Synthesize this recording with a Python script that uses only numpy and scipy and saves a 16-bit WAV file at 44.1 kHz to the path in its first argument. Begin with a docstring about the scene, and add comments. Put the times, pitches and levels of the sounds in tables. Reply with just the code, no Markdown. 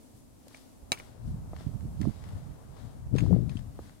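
"""A bare rock summit, with no walls to echo. Someone shifts a few steps: clothing rustles, soles
scuff and pat, grit ticks, loose stones clink, and something hard clacks once on the stone.
Gusts buffet the two ports of a hand-held microphone in turn, over a faint hiss of open air.
Wind and scuffs are shaped noise, contacts are short noise bursts and pressure pulses,
and whatever rings is a set of quickly dying sine modes."""
import sys
import numpy as np
from scipy import signal
from scipy.fft import rfft, irfft
from scipy.io import wavfile
from scipy.ndimage import uniform_filter1d

SR = 44100
rng = np.random.default_rng(int(sys.argv[2]) if len(sys.argv) > 2 else 0)


def materialize(psi):
    """Save the field psi as 16-bit PCM at rate SR to the path in sys.argv[1].

    A 1-D psi becomes a single channel; in a 2-D psi each row is a channel.
    """
    bounded = np.clip(np.atleast_2d(psi).T, -1, 1)
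    quanta = np.round(bounded * 32767).astype(np.int16)
    wavfile.write(sys.argv[1], SR, quanta)


N = 176400
T = np.arange(N) / SR
HIT_SAMPLES = 8192
HIT_T = T[:HIT_SAMPLES]


def undb(db):
    """Decibels to gain."""
    return 10 ** (np.asarray(db) / 20)


def unit(x):
    """Scale to rms 1."""
    return x / np.sqrt(np.mean(x ** 2, axis=-1, keepdims=True))


def curve(rows):
    """Join (seconds, value) rows by straight lines."""
    return np.interp(T, *np.array(rows).T)


def pan(db):
    """Left and right gains, db apart; positive leans left."""
    return undb(np.array([[db], [-db]]) / 2)


def shape(colour, size, tilt=0):
    """Gain per frequency bin for a colour, tilted in dB per octave."""
    hz, db = np.array(colour, float).T
    octave = np.log2(np.maximum(np.fft.rfftfreq(size, 1 / SR), 1))
    tilt_db = tilt * np.log2(np.clip(2 ** octave, hz[0], hz[-1]))
    return undb(np.interp(octave, np.log2(hz), db) + tilt_db)


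def noise(colour, tilt=0):
    """Coloured noise, unrelated left and right."""
    white = rng.standard_normal((2, N))
    return unit(irfft(rfft(white) * shape(colour, N, tilt), N))


def wander(hz):
    """Smooth random drift, spread near 1."""
    hold = int(SR / hz)
    return 1.26 * uniform_filter1d(rng.standard_normal(N)[np.arange(N) // hold], hold)


def pulse(centre_s, hz, t=HIT_T, width_cycles=.5):
    """A brief swing of pressure: a cosine under a bell curve."""
    cycles = (t - centre_s) * hz
    return np.cos(2 * np.pi * cycles) * np.exp(-(cycles / width_cycles) ** 2)


def burst(colour, decay_s, tilt=0, grain_db=0, taps=512, grain_samples=32, unrelated=.3):
    """A dying spray of tiny contacts; the unrelated share of its power differs between the ports."""
    cepstrum = irfft(np.log(shape(colour, taps, tilt)))[:taps // 2]
    cepstrum[1:] *= 2  # minimum phase keeps the attack sharp
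    response = irfft(np.exp(rfft(cepstrum, taps)))
    white = rng.standard_normal((3, HIT_SAMPLES))
    stereo = np.sqrt(1 - unrelated) * white[0] + np.sqrt(unrelated) * white[1:]
    grains = undb(grain_db * np.repeat(rng.standard_normal(HIT_SAMPLES // grain_samples), grain_samples))
    fade = np.exp(-HIT_T / decay_s)
    spray = signal.fftconvolve(stereo * fade * grains, response[None], axes=1)[:, :HIT_SAMPLES]
    return unit(spray) * np.sqrt(np.mean(fade ** 2))


def ring(modes, focus=0, pitch=1, focus_hz=2270):
    """Dying modes of a struck object, turned down by focus dB per octave away from focus_hz."""
    hz, db, t60 = np.array(modes).T[:, :, None]
    gains = undb(db - focus * np.abs(np.log2(hz / focus_hz)))
    phase = .5 * rng.standard_normal((2, len(hz), 1))  # a little different at each port
    fade = np.exp(-np.log(1000) * HIT_T / t60)
    return (gains * np.sin(2 * np.pi * pitch * hz * HIT_T + phase) * fade).sum(1)


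def add(out, start_s, sound, lag_s=.00045):
    """Mix in a sound from the ground; it reaches the left port lag_s late."""
    for port, lag in enumerate((lag_s, 0)):
        first = int((start_s + lag) * SR)
        part = sound[port, :N - first]
        out[port, first:first + len(part)] += part


# Gust strength at each microphone port. Each row: time in seconds, level in dB.
GUSTS_LEFT = [(0.0, -63), (0.249, -60.5), (0.788, -64.5), (1.177, -52.5), (1.267, -35.5), (1.427, -45),
              (1.816, -54), (1.846, -38), (2.175, -58.5), (2.355, -37), (2.424, -52), (2.734, -58),
              (2.844, -37), (2.923, -51), (3.103, -40.5), (3.143, -18.5), (3.193, -28), (3.223, -20),
              (3.263, -23.5), (3.332, -19), (3.592, -38), (3.662, -40), (3.702, -46), (3.991, -57)]
GUSTS_RIGHT = [(0.0, -64), (0.22, -61.5), (0.619, -66), (0.928, -56), (1.177, -59), (1.277, -37),
               (1.646, -46), (1.676, -30), (1.726, -39.5), (1.756, -28.5), (1.786, -45.5), (1.856, -29.5),
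               (1.876, -43.5), (1.976, -39), (2.005, -29.5), (2.095, -25.5), (2.125, -48), (2.504, -39.5),
               (2.584, -55.5), (2.704, -45), (2.804, -55.5), (3.043, -47.5), (3.063, -36.5), (3.133, -55.5),
               (3.263, -43), (3.582, -50), (3.801, -47), (3.991, -64.5)]
# Deep rumble, boomy buffeting and brighter eddies. Each row: frequency in Hz, relative level in dB.
RUMBLE_COLOUR = [(15, -31), (40, 3), (70, 4), (110, -1), (200, -23.5), (600, -80)]
BUFFET_COLOUR = [(20, -24.5), (45, -15.5), (80, 0.5), (120, 3.5), (180, -5.5), (260, -13), (400, -33.5),
                 (700, -39), (2000, -94)]
EDDY_COLOUR = [(60, -23), (180, 1), (300, 7), (600, -13), (900, -26.5), (1600, -36.5), (5000, -51.5)]


def wind(rumble_ceiling_db=-37, strong_gust_db=-17, eddy_growth=1.9, even_s=.0329):
    """Each port rumbles with its own gusts; strong ones shed brighter eddies."""
    def even(x):
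        """Flatten the noise's own swells, so the gusts set its level."""
        return x / np.sqrt(uniform_filter1d(x ** 2, int(even_s * SR), axis=1) + 1e-9)

    gust_db = np.array([curve(GUSTS_LEFT), curve(GUSTS_RIGHT)])
    rumble = noise(RUMBLE_COLOUR) * undb(np.minimum(gust_db, rumble_ceiling_db))
    buffet = even(noise(BUFFET_COLOUR)) * undb(gust_db + 1)
    eddies = even(noise(EDDY_COLOUR)) * undb(-23.5 + eddy_growth * (gust_db - strong_gust_db))
    return rumble + buffet + eddies


# Tone of the airy bed, hiss and breeze. Each row: frequency in Hz, relative level in dB.
HISS_COLOUR = [(30, -7), (100, -39), (200, 1.5), (260, 5), (380, -8.5), (650, -8), (1000, -17), (1600, -24),
               (3000, -26), (5500, -24.5), (8500, -22.5), (12000, -25), (15500, -32.5)]
BREEZE_COLOUR = [(150, -3), (300, -3.5), (650, -4), (1100, -10.5), (2000, -24), (4000, -31), (9000, -27.5),
                 (15000, -36)]
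# Their fader rides. Each row: time in seconds, level in dB.
HISS_LEVEL = [(0, -55.5), (.3, -59), (.65, -56), (.85, -58.5), (1.05, -56.5), (1.2, -62.5), (1.8, -56.5),
              (2.5, -59.5), (3.08, -60.5), (3.72, -58.5), (3.86, -55), (4, -59.5)]
BREEZE_LEVEL = [(0, -76), (.7, -67.5), (.95, -60.5), (1.3, -58), (1.8, -59), (2.25, -57.5), (2.6, -57),
                (2.85, -56.5), (3.1, -60.5), (3.7, -60.5), (4, -69)]


def open_air():
    """A faint wavering hiss, and a breeze that picks up over the summit."""
    hiss = noise(HISS_COLOUR) * undb(curve(HISS_LEVEL) + .4 * wander(hz=7.04)) * pan(1.5)
    breeze = noise(BREEZE_COLOUR) * undb(curve(BREEZE_LEVEL) + .62 * wander(hz=38.7)) * pan(6.5)
    return hiss + breeze


# Low thumps on the microphone. Each row: time in seconds, peak level in dB, pitch in Hz, pan in dB.
THUMPS = [(0.149, -45, 91, -6), (0.837, -46, 58.3, -8), (1.278, -26, 104, 10), (1.346, -26, 129, -8.5),
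          (1.669, -30.5, 166, -21.5), (1.761, -31.5, 146, -18), (2.007, -31.5, 181, -25.5),
          (2.017, -27, 204, -23.5), (2.032, -36, 188, -3), (2.075, -24, 222, -24.5), (2.085, -29, 194, -30),
          (3.154, -27, 345, 27.5), (3.226, -26.5, 157, 32.5), (3.239, -38.5, 475, 22), (3.264, -34, 726, 7),
          (3.311, -31, 398, 28), (3.329, -31.5, 580, 27), (3.364, -30, 390, 27), (3.392, -37.5, 397, 18),
          (3.557, -33, 192, 26)]


def microphone_thumps():
    """Wind and handling thump the microphone; the strongest gust flutters briefly on the left."""
    thumps = sum(undb(db) * pan(pan_db) * pulse(at, hz, T) for at, db, hz, pan_db in THUMPS)
    flutter = undb(-27.5) * pan(35) * pulse(centre_s=3.331, hz=178.3, t=T, width_cycles=3.2)
    return thumps + flutter


# The sandy tone of scuffs, rustles and grit. Each row: frequency in Hz, relative level in dB.
GRAINY_COLOUR = [(300, -5.5), (1000, 1.5), (1600, 1), (2150, -0.5), (2480, -5.5), (2900, -3), (3600, -1),
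                 (4900, -2.5), (6400, -7), (9000, -7), (12000, -14.5), (15500, -23.5)]
# Soft rasps and rustles of soles and clothing. Each row: peak time in seconds, level in dB,
# rise and decay in seconds, brightness in dB per octave.
RASPS = [(.17, -66.5, 0.045, 0.049, 9), (.56, -60.5, 0.08, 0.089, 1.5), (.98, -57, .03, 0.11, -1),
         (1.28, -65.5, 0.051, 0.092, 4), (1.6, -57.5, 0.042, 0.074, -1.5), (2.04, -60, 0.05, 0.18, -0.5),
         (2.27, -59.5, 0.16, 0.23, -3.5), (2.8, -62, 0.071, 0.14, -1), (3.198, -55.5, 0.025, 0.14, -1),
         (3.56, -63.5, 0.068, 0.067, 0), (3.85, -62.5, 0.083, 0.13, -1.5)]


def scuffs_and_rustles():
    """Soles and clothing rub in soft, grainy rasps that swell and fade."""
    out = np.zeros((2, N))
    grains = undb(wander(hz=1200))
    for peak, db, rise, decay, tilt in RASPS:
        swell = np.exp(-np.maximum((peak - T) / rise, (T - peak) / decay))
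        out += undb(db) * swell * grains * noise(GRAINY_COLOUR, tilt)
    return out * pan(7.5)


# The muffled tone of a sole on rock. Each row: frequency in Hz, relative level in dB.
PAT_COLOUR = [(80, -8), (250, 0), (450, 0), (750, -5), (1100, -11), (1700, -17), (2500, -30), (5000, -48),
              (15000, -65)]
# Footfalls. Each row: start in seconds, level in dB, decay in seconds, pan in dB,
# brightness in dB per octave.
PATS = [(.470, -45, .004, 1, -2), (.511, -52, .003, 1, 1), (1.5325, -33.5, .0045, 1, -1),
        (2.053, -35, .003, -6, -1), (3.790, -37.5, .005, 1, -2.5)]


def pats():
    """A sole lands on the rock: a soft burst with a dull thud under it."""
    out = np.zeros((2, N))
    thud = undb(2) * pulse(centre_s=.003, hz=340)
    for start, db, decay, pan_db, tilt in PATS:
        add(out, start, undb(db) * pan(pan_db) * (burst(PAT_COLOUR, decay, tilt) + thud), lag_s=0)
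    return out


# Small, dry crunches. Each row: start in seconds, level in dB, decay in seconds,
# brightness in dB per octave, pan in dB.
GRIT_TICKS = [(0.4818, -45.5, 0.0015, 4.5, 2), (0.548, -43, 0.0012, -4, -11), (0.57, -54, 0.0055, 2, -6),
              (.988, -52, 0.0066, 10, 0), (.999, -42.5, 0.0062, -5.5, -1), (1.564, -46, .002, -4, 14),
              (1.608, -43.5, 0.0055, -9.5, 7), (1.808, -52.5, 0.0026, -2.5, -2),
              (2.014, -43.5, 0.0059, -0.5, 5.5), (2.027, -43, 0.0096, -9, 7), (2.2391, -51, .003, -3.5, 17),
              (2.288, -51.5, 0.0036, 1, 0), (2.767, -51, 0.0064, -7, 15.5), (3.15, -51, .0055, -1.5, 2),
              (3.159, -49, 0.028, -2.5, 11.5), (3.182, -35.5, 0.012, -3.5, 4.5),
              (3.201, -49, 0.006, -1, -4), (3.493, -50, 0.015, -2.5, 8.5), (3.515, -52.5, 0.0082, -5, 9),
              (3.569, -51.5, 0.013, -4, 6.5), (3.59, -54.5, 0.0073, -2, 12), (3.893, -51.5, .004, -5, 10)]


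def grit():
    """Grit crushed under the sole ticks in short, uneven sprays."""
    out = np.zeros((2, N))
    for start, db, decay, tilt, pan_db in GRIT_TICKS:
        add(out, start, undb(db) * pan(pan_db) * burst(GRAINY_COLOUR, decay, tilt, grain_db=4))
    return out


# A loose stone's ring. Each row: base frequency in Hz, relative level in dB, seconds to fall 60 dB.
STONE_MODES = [(2100, -7.5, 0.019), (2435, 2.5, 0.019), (2545, -9.5, 0.044), (3060, -8, .022),
               (3880, -33, 0.03), (4900, -17, .025), (6260, -11, 0.036), (8900, -35, .025)]
# Stones nudged underfoot. Each row: start in seconds, level in dB, pan in dB, pitch ratio.
CLINKS = [(0.5458, -45, 3, 0.93), (.9745, -47, 2, 0.93), (.985, -48, 2, 1.2), (.999, -42.5, 2, 0.94),
          (2.016, -48.5, 2, 0.7), (2.030, -50.5, 7, .85), (3.185, -34, 3, 1.04), (3.206, -41.5, 0, 1.1),
          (3.495, -50.5, 8, 1.02), (3.570, -47.5, 11, 1.29)]


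def clinks():
    """Loose stones ring briefly against the rock, each at its own pitch."""
    out = np.zeros((2, N))
    for start, db, pan_db, pitch in CLINKS:
        add(out, start, undb(db) * pan(pan_db) * ring(STONE_MODES, pitch=pitch))
    return out


# The clack's sharp attack and crunchy tail. Each row: frequency in Hz, relative level in dB.
CRACK_COLOUR = [(100, -23), (300, -19), (700, -1), (1200, -7), (1900, -0.5), (3200, 0.5), (4300, -3),
                (6500, -2), (9500, -14.5), (12000, -31), (15500, -38)]
CRUNCH_COLOUR = [(150, -11), (750, -1), (1200, 1), (1700, -9.5), (2500, -0.5), (3500, -11.5), (6000, -13),
                 (9000, -13), (12000, -16), (15500, -22)]
# The hard object's ring. Each row: frequency in Hz, relative level in dB, seconds to fall 60 dB.
CLACK_MODES = [(690, -2, .019), (2310, -7.5, .032), (2700, -7, .036), (2850, -11, .035), (3930, 0, .021),
               (4270, -13, .018), (4900, -15, .018), (5560, -18, .018), (7010, -15, .022),
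               (8850, -18, .028)]
# The blow and its rebound. Each row: start in seconds, crack level in dB, ring level in dB,
# ring focus in dB per octave.
BLOWS = [(.9189, -15, -18, 0), (.9276, -29, -23, 14)]


def clack():
    """Something hard hits the stone with a crack, a knock and a short ring; a crunch trails the blow."""
    out = np.zeros((2, N))
    knock = undb(-8) * pulse(centre_s=.00072, hz=930)
    for start, crack_db, ring_db, focus in BLOWS:
        attack = undb(crack_db) * (burst(CRACK_COLOUR, decay_s=.0013) + knock)
        add(out, start, attack + undb(ring_db) * ring(CLACK_MODES, focus))
    add(out, BLOWS[0][0], undb(-30) * burst(CRUNCH_COLOUR, decay_s=.014))
    return out


def scene():
    """Wind and feet in the open, all dry."""
    bed = wind() + open_air() + microphone_thumps()
    return bed + scuffs_and_rustles() + pats() + grit() + clinks() + clack()


def record(dry):
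    """The microphone rounds the hardest gusts; the recorder cuts the top."""
    ceiling, top_hz = .6, 15900
    rounded = ceiling * np.tanh(dry / ceiling)
    return signal.sosfilt(signal.ellip(10, .2, 80, top_hz, fs=SR, output="sos"), rounded)


dry = scene()
out = record(dry)
materialize(out)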